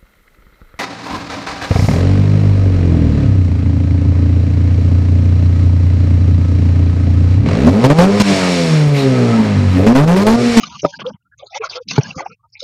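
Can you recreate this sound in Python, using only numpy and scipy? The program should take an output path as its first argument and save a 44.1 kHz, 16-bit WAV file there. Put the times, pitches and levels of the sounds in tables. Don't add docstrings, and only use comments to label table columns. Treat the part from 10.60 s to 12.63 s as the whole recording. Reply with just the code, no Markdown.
import sys
import numpy as np
from scipy import signal
from scipy.io import wavfile
from scipy.ndimage import uniform_filter1d, map_coordinates

SR = 44100
rng = np.random.default_rng(int(sys.argv[2]) if len(sys.argv) > 2 else 0)


def invert_db(level):
    return 10 ** (np.asarray(level, dtype=float) / 20)


def file_out(sig):
    cols = np.atleast_2d(sig).T
    lim = np.clip(cols, -1, 1)
    pcm = np.round(lim * 32767).astype(np.int16)
    wavfile.write(sys.argv[1], SR, pcm)


N = 89699
T = np.arange(N) / SR

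# start_s, length_s, level_db, low_edge_hz,
# high_edge_hz
SPLASHES = [(0.002, 0.056, -29, 3760, 7560), (0, 0.095, -33.5, 610, 7260),
            (0.022, 0.046, -31.5, 2200, 3520), (0.082, 0.14, -46, 2300, 7000),
            (0.182, 0.033, -33, 2400, 7000), (0.226, 0.056, -35.5, 920, 7000),
            (0.265, 0.059, -39.5, 2300, 7500), (0.313, 0.071, -43.5, 2760, 7140),
            (0.386, 0.051, -30.5, 300, 2960), (0.394, 0.024, -35.5, 3280, 7000),
            (0.445, 0.063, -42.5, 564, 6500), (0.921, 0.077, -37, 1840, 2685),
            (0.939, 0.053, -29, 423, 7000), (1.001, 0.085, -30, 467, 2780), (1.029, 0.055, -32, 1740, 7040),
            (1.086, 0.1, -39, 3650, 7000), (1.088, 0.11, -41.5, 2165, 3975), (1.082, 0.13, -42, 382, 1753),
            (1.274, 0.077, -26, 2260, 6800), (1.301, 0.13, -36, 300, 2020),
            (1.333, 0.075, -31.5, 1900, 7000), (1.393, 0.15, -40.5, 353, 3100),
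            (1.545, 0.088, -40, 4140, 7300), (1.566, 0.077, -33.5, 316, 2315),
            (0.105, 0.078, -45.5, 783, 1500),
    (0.432, 0.088, -36, 303, 1296),
    (0.798, 0.082, -48, 391, 950),
    (1.612, 0.081, -40, 355, 1580),
    (1.4, 0.15, -43, 4135, 7000),
    (1.966, 0.029, -46, 2720, 4590),
    (1.987, 0.13, -30, 2327, 5530),
            (.775, 0.057, -58.5, 2100, 5400), (0.89, 0.064, -52, 3220, 5040), (.77, .1, -63, 2160, 2500),
        (0.71, .045, -53, 1420, 1800), (1.2, .05, -61, 3100, 8400), (0.525, 0.054, -60, 790, 2100),
        (1.2, 0.052, -64, 2400, 2660), (1.535, 0.067, -44.5, 950, 1300), (1.5, 0.07, -55.5, 680, 1460),
        (1.1, 0.051, -47, 3700, 8100), (1.705, 0.056, -66.5, 4500, 11000), (1.875, 0.048, -70, 4300, 7000),
        (1.835, 0.031, -70.5, 4800, 6300), (0.26, .035, -36.5, 250, 1100), (1.3, 0.065, -44, 200, 660),
        (1.83, .04, -63.5, 490, 850)]
# centre_s, length_s, level_db, pitch_hz
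GLUGS = [(.017, 0.072, -43, 737), (.039, 0.016, -21, 1224), (.115, 0.076, -41, 950),
         (.157, 0.037, -36, 1166), (.248, 0.012, -7, 568.6), (.342, 0.039, -33.5, 1598),
         (.345, 0.09, -43.5, 898), (.545, 0.062, -54, 950), (.665, 0.045, -62.5, 1362),
         (.805, 0.04, -51, 1192), (.805, 0.034, -50, 566), (.834, 0.021, -31.5, 574),
         (.895, 0.092, -59, 1295), (.966, 0.023, -20, 846), (.966, 0.054, -31.5, 546),
         (1.014, 0.04, -23.5, 449), (1.03, 0.03, -32, 808), (1.043, 0.022, -21, 1330),
         (1.041, .014, -24.5, 1117), (1.074, 0.012, -31, 1305), (1.175, 0.065, -28.5, 510),
         (1.18, 0.036, -35, 1347), (1.21, 0.038, -33, 478.6), (1.455, 0.045, -36.5, 1632),
         (1.607, 0.0085, -19.5, 867), (1.6, 0.14, -33.5, 530.7), (1.635, 0.049, -40, 1210),
         (1.663, 0.013, -21, 800), (1.715, 0.074, -46.5, 460), (1.712, 0.043, -46, 1340),
         (1.806, 0.034, -65.5, 1143),
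    (1.847, 0.041, -54, 1239),
    (1.852, 0.057, -57.5, 932),
    (1.972, 0.074, -67.5, 870),
    (2.013, 0.028, -52.5, 1324),
    (2.03, 0.03, -30, 546.5),
]
# start_s, peak_db, pitch_hz, climb_octaves (over the ring)
DROPS = [(0.0353, -32, 2560, 0.082), (.156, -41, 2830, 0.09), (0.1936, -23.5, 2900, 0.24),
         (.354, -27, 4600, 0.11), (.464, -18.5, 2750, 0.96), (0.473, -34, 5440, .1),
         (0.486, -32, 5370, 0.082), (0.624, -63, 2730, 0.09), (.780, -40, 6370, .1),
         (0.8294, -40, 3020, 0.084), (0.868, -31, 4060, 0.08), (0.9222, -41, 2300, 0.076),
         (1.013, -31, 2460, 0.091), (1.0394, -30, 2300, .1), (1.097, -16, 4670, 0.084),
         (1.287, -12.5, 4350, 0.15), (1.382, -12.5, 4400, .1), (1.408, -26, 2420, 0.17),
         (1.4326, -40, 5700, .1), (1.5633, -28, 4800, .1), (1.594, -32, 2040, 0.067),
         (1.593, -24.5, 1078, .1), (1.621, -31, 644, 0.19), (1.6606, -36, 2615, .1), (1.73, -36, 2490, .1),
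         (1.9013, -53, 5120, .1), (1.9374, -40.5, 4800, .1), (2.0038, -15.5, 3690, 0.11)]
# centre_s, length_s, level_db, pitch_hz
THUDS = [(.04, 0.25, -40, 214.2), (.17, 0.084, -40, 175), (.37, 0.15, -50.5, 196), (.43, 0.18, -39, 179.2),
         (.51, 0.054, -36.5, 223), (.55, 0.029, -36, 171.2), (.67, 0.13, -71.5, 184.8),
         (1.27, 0.025, -50, 200), (1.33, 0.18, -33, 204), (1.475, 0.16, -35, 166.6),
         (1.567, 0.016, -18, 153.4), (1.58, 0.03, -32, 179), (1.71, 0.082, -47.5, 169)]
# centre_s, length_s, level_db, centre_hz
SPRAYS = [(0.161, 0.044, -42, 2845), (0.224, 0.02, -32, 6160), (0.361, 0.042, -41.5, 4650),
          (0.517, 0.054, -60.5, 5570), (0.545, 0.044, -56, 3050), (0.785, 0.023, -40.5, 7040),
          (0.801, 0.034, -45.5, 3615), (.935, 0.076, -40, 712.4), (0.832, 0.062, -61, 3520),
          (0.863, 0.073, -47, 7400), (0.869, 0.028, -43, 4160), (.887, 0.015, -51.5, 4220),
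          (0.922, 0.053, -53, 5440), (1.288, 0.011, -25.5, 5120), (1.025, 0.035, -55, 2500),
          (1.103, 0.033, -29.5, 4700), (1.134, 0.027, -33.5, 2614), (1.414, 0.017, -33.5, 2614),
          (1.434, 0.013, -32, 5730), (1.453, 0.0293, -41.5, 2650), (1.509, 0.018, -30.5, 2717),
          (1.597, 0.03, -29.5, 2037), (1.669, 0.03, -42.5, 2450), (1.672, 0.083, -52.5, 5490),
          (1.72, 0.086, -50, 2493), (1.725, 0.031, -56, 4435), (1.938, 0.04, -47, 5170),
          (1.965, 0.055, -42.5, 2357)]
# time_s, level_db
PLATE_TOUCHES = [
    (.231, -21),
    (.238, -21),
    (.2435, -9),
    (.2475, -4),
]
# pitch_hz, level_db, time_to_fall_60_db_s
PLATE = [(156, -4, 0.079), (283, -10, 0.055), (389, 2.5, 0.035), (573.5, -2.5, 0.086), (772, -17, 0.089),
         (950, -21.5, 0.1), (1244, -14.5, 0.028)]
# time_s, level_db
CUP_TOUCHES = [
    (1.3788, 0.5),
    (1.3862, -7.5),
]
# pitch_hz, level_db, time_to_fall_60_db_s
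BASIN = [(135.1, -6, 0.9), (256.2, -2.5, 0.023), (429, -8, 0.055), (621, -22.5, 0.11), (870, -12, 0.055),
         (1122, -29, 0.065), (1500, -18.5, 0.015), (2300, -31, 0.03)]
# centre_s, length_s, level_db, pitch_hz
HELD = [
    (.472, 0.051, -20.5, 503),
    (.615, 0.029, -73, 1407),
]


def drift(rate_hz):
    knots = rng.standard_normal(int(N / SR * 400) + 4)
    return map_coordinates(knots, [T * np.clip(rate_hz, 1, 390)], order=3)


def band(x, low_hz, high_hz):
    y = signal.sosfilt(signal.butter(4, [low_hz, min(high_hz, 9000)], "band", fs=SR, output="sos"), x)
    return y / np.std(y)


def swell(centre, length):
    rise_share = 0.48
    u = (T - centre) / length
    u = np.where(u < 0, u / rise_share, u / (1 - rise_share))
    return np.cos(np.pi / 2 * np.clip(u, -1, 1)) ** 2


def tones(rows, rise, rough, width, flat=1):
    white, waver = rng.standard_normal(N + SR), drift(66)
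    pure = np.sqrt(max(1 - rough ** 2, 0))
    settle = 4000
    out = np.zeros(N)
    for s, length, db, hz in rows:
        a, b = max(int((s - length) * SR), 0), min(int((s + length) * SR), N)
        u = T[a:b] - s
        phase = 2 * np.pi * hz * (u + rise * u ** 2 / length) + 0.89 * waver[a:b]
        tone = np.sqrt(2) * np.sin(phase)
        churn = band(white[a:b + settle], hz * (1 - width / 2), hz * (1 + width / 2))[settle:]
        loudness = invert_db(db) * swell(s, length)[a:b] ** flat
        out[a:b] += loudness * (pure * tone + rough * churn)
    return out


def hum(wet):
    centre_hz, half_width_hz, level_db, wobble_db, lift_db = 100, 38, -72.5, 3.5, 28.5
    rumble = band(rng.standard_normal(N), centre_hz - half_width_hz, centre_hz + half_width_hz)
    busy = np.sqrt(uniform_filter1d(np.abs(wet), size=4000))
    return invert_db(level_db + wobble_db * drift(9.3)) * rumble * (1 + invert_db(lift_db) * busy)


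def water():
    grain_db, patchy_db, dip_hz = 0.5, 7.5, 1815
    crackle_per_s, crackle_db = 210, 13
    white = rng.standard_normal((2, N)) * invert_db(grain_db * drift(300))
    crackles = (np.abs(white[::-1, ::-1]) < crackle_per_s / SR).any(axis=0)
    white = white * (1 + invert_db(crackle_db) * crackles)
    edges_hz = np.linspace(14, 88, 26) ** 2
    out = np.zeros(N)
    for k, (low, high) in enumerate(zip(edges_hz, edges_hz[1:])):
        flicker = invert_db(patchy_db * np.minimum(drift(29.865), 1))
        out += band(white[k % 2], low, high) * np.sqrt(high - low) * flicker
    return signal.lfilter(*signal.iirnotch(dip_hz, 4.0, SR), out)


def splashes():
    edge_s, sag_db, surge_db = 0.022, 0.5, 2.5
    source = water()
    out = np.zeros(N)
    for s, length, db, low_hz, high_hz in SPLASHES:
        u = T - s
        since_start = u + (s < .001)
        edge = np.clip(np.minimum(since_start, length - u) / edge_s, 0, 1)
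        level = invert_db(db - sag_db * np.clip(u / length, 0, 1))
        out += level * np.sin(np.pi / 2 * edge) ** 2 * band(source, low_hz, high_hz)
    return out * invert_db(surge_db * drift(80))


def glugs():
    return tones(GLUGS, rise=0.036, rough=.45, width=.18)


def drops():
    cycles, rise_s = 10.5, .0016
    out = np.zeros(N)
    for s, db, hz, climb in DROPS:
        u, ring_s = np.clip(T - s, 0, .05), cycles / hz
        phase = 2 * np.pi * hz * (u + np.log(2) * climb * u ** 2 / (4 * ring_s))
        fade = (1 - np.exp(-u / rise_s)) * np.exp(-(u / ring_s) ** 2)
        out += invert_db(db + 1) * fade * np.sin(phase)
    return out


def thuds():
    return tones(THUDS, rise=0, rough=0.89, width=0.72)


def sprays():
    grain_db = 3
    return tones(SPRAYS, rise=0, rough=0.81, width=.22) * invert_db(grain_db * drift(130))


def knock(touches, modes, damped_s):
    contact_s, damp_s, rattle_db = 0.00077, 0.004, 7
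    rattle = [invert_db(rattle_db * hz / 1000 * drift(150)) for hz, _, _ in modes]
    out = np.zeros(N)
    for s, db in touches:
        u = np.clip(T - s, 0, 1)
        onset = 1 - np.exp(-u / contact_s)
        for k, (hz, level_db, t60) in enumerate(modes):
            ring = invert_db(db + level_db - 60 * u / t60) * np.sin(2 * np.pi * hz * u)
            out -= (-1) ** k * rattle[k] * onset * ring
    return out * np.exp(-np.maximum(T - damped_s, 0) / damp_s)


def plate_knock():
    return knock(PLATE_TOUCHES, PLATE, damped_s=0.31)


def held_notes():
    return tones(HELD, rise=0.036, rough=0.083, width=.18, flat=0.63)


def cup_knock():
    return knock(CUP_TOUCHES, BASIN, damped_s=1.3975)


def scene():
    wet = splashes() + glugs() + drops() + sprays() + held_notes()
    basin = thuds() + plate_knock() + cup_knock()
    return (wet + basin + hum(wet))[None]


def suppress_noise(x):
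    gate_db, depth_db = -92, -27
    hz, _, spec = signal.stft(x, SR, nperseg=1024, noverlap=768)
    power = uniform_filter1d(np.abs(spec) ** 2, size=9, axis=1)
    share = power / (power + invert_db(gate_db) ** 2)
    gain = np.where(hz[:, None] > 250, np.maximum(share, invert_db(depth_db)), 1)
    return signal.istft(spec * gain, SR, nperseg=1024, noverlap=768)[1][:, :N]


def add_hiss(x):
    hiss_db, air_db = -89, -55.5
    treble = uniform_filter1d(np.abs(np.diff(x, prepend=0)), size=3000)
    return x + (invert_db(hiss_db) + invert_db(air_db) * treble) * rng.standard_normal(N)


def top_cut(x):
    return signal.sosfilt(signal.butter(12, 15720, fs=SR, output="sos"), x)


def record(dry):
    top_hz, low_hz = 7712, 64.4
    x = suppress_noise(dry)
    x = 1.825 * np.tanh(x / 1.689)
    x = signal.sosfilt(signal.cheby2(14, 70, top_hz, fs=SR, output="sos"), x)
    x = signal.sosfilt(signal.butter(2, low_hz, "high", fs=SR, output="sos"), x)
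    return top_cut(add_hiss(x))


dry = scene()
out = record(dry)
file_out(out)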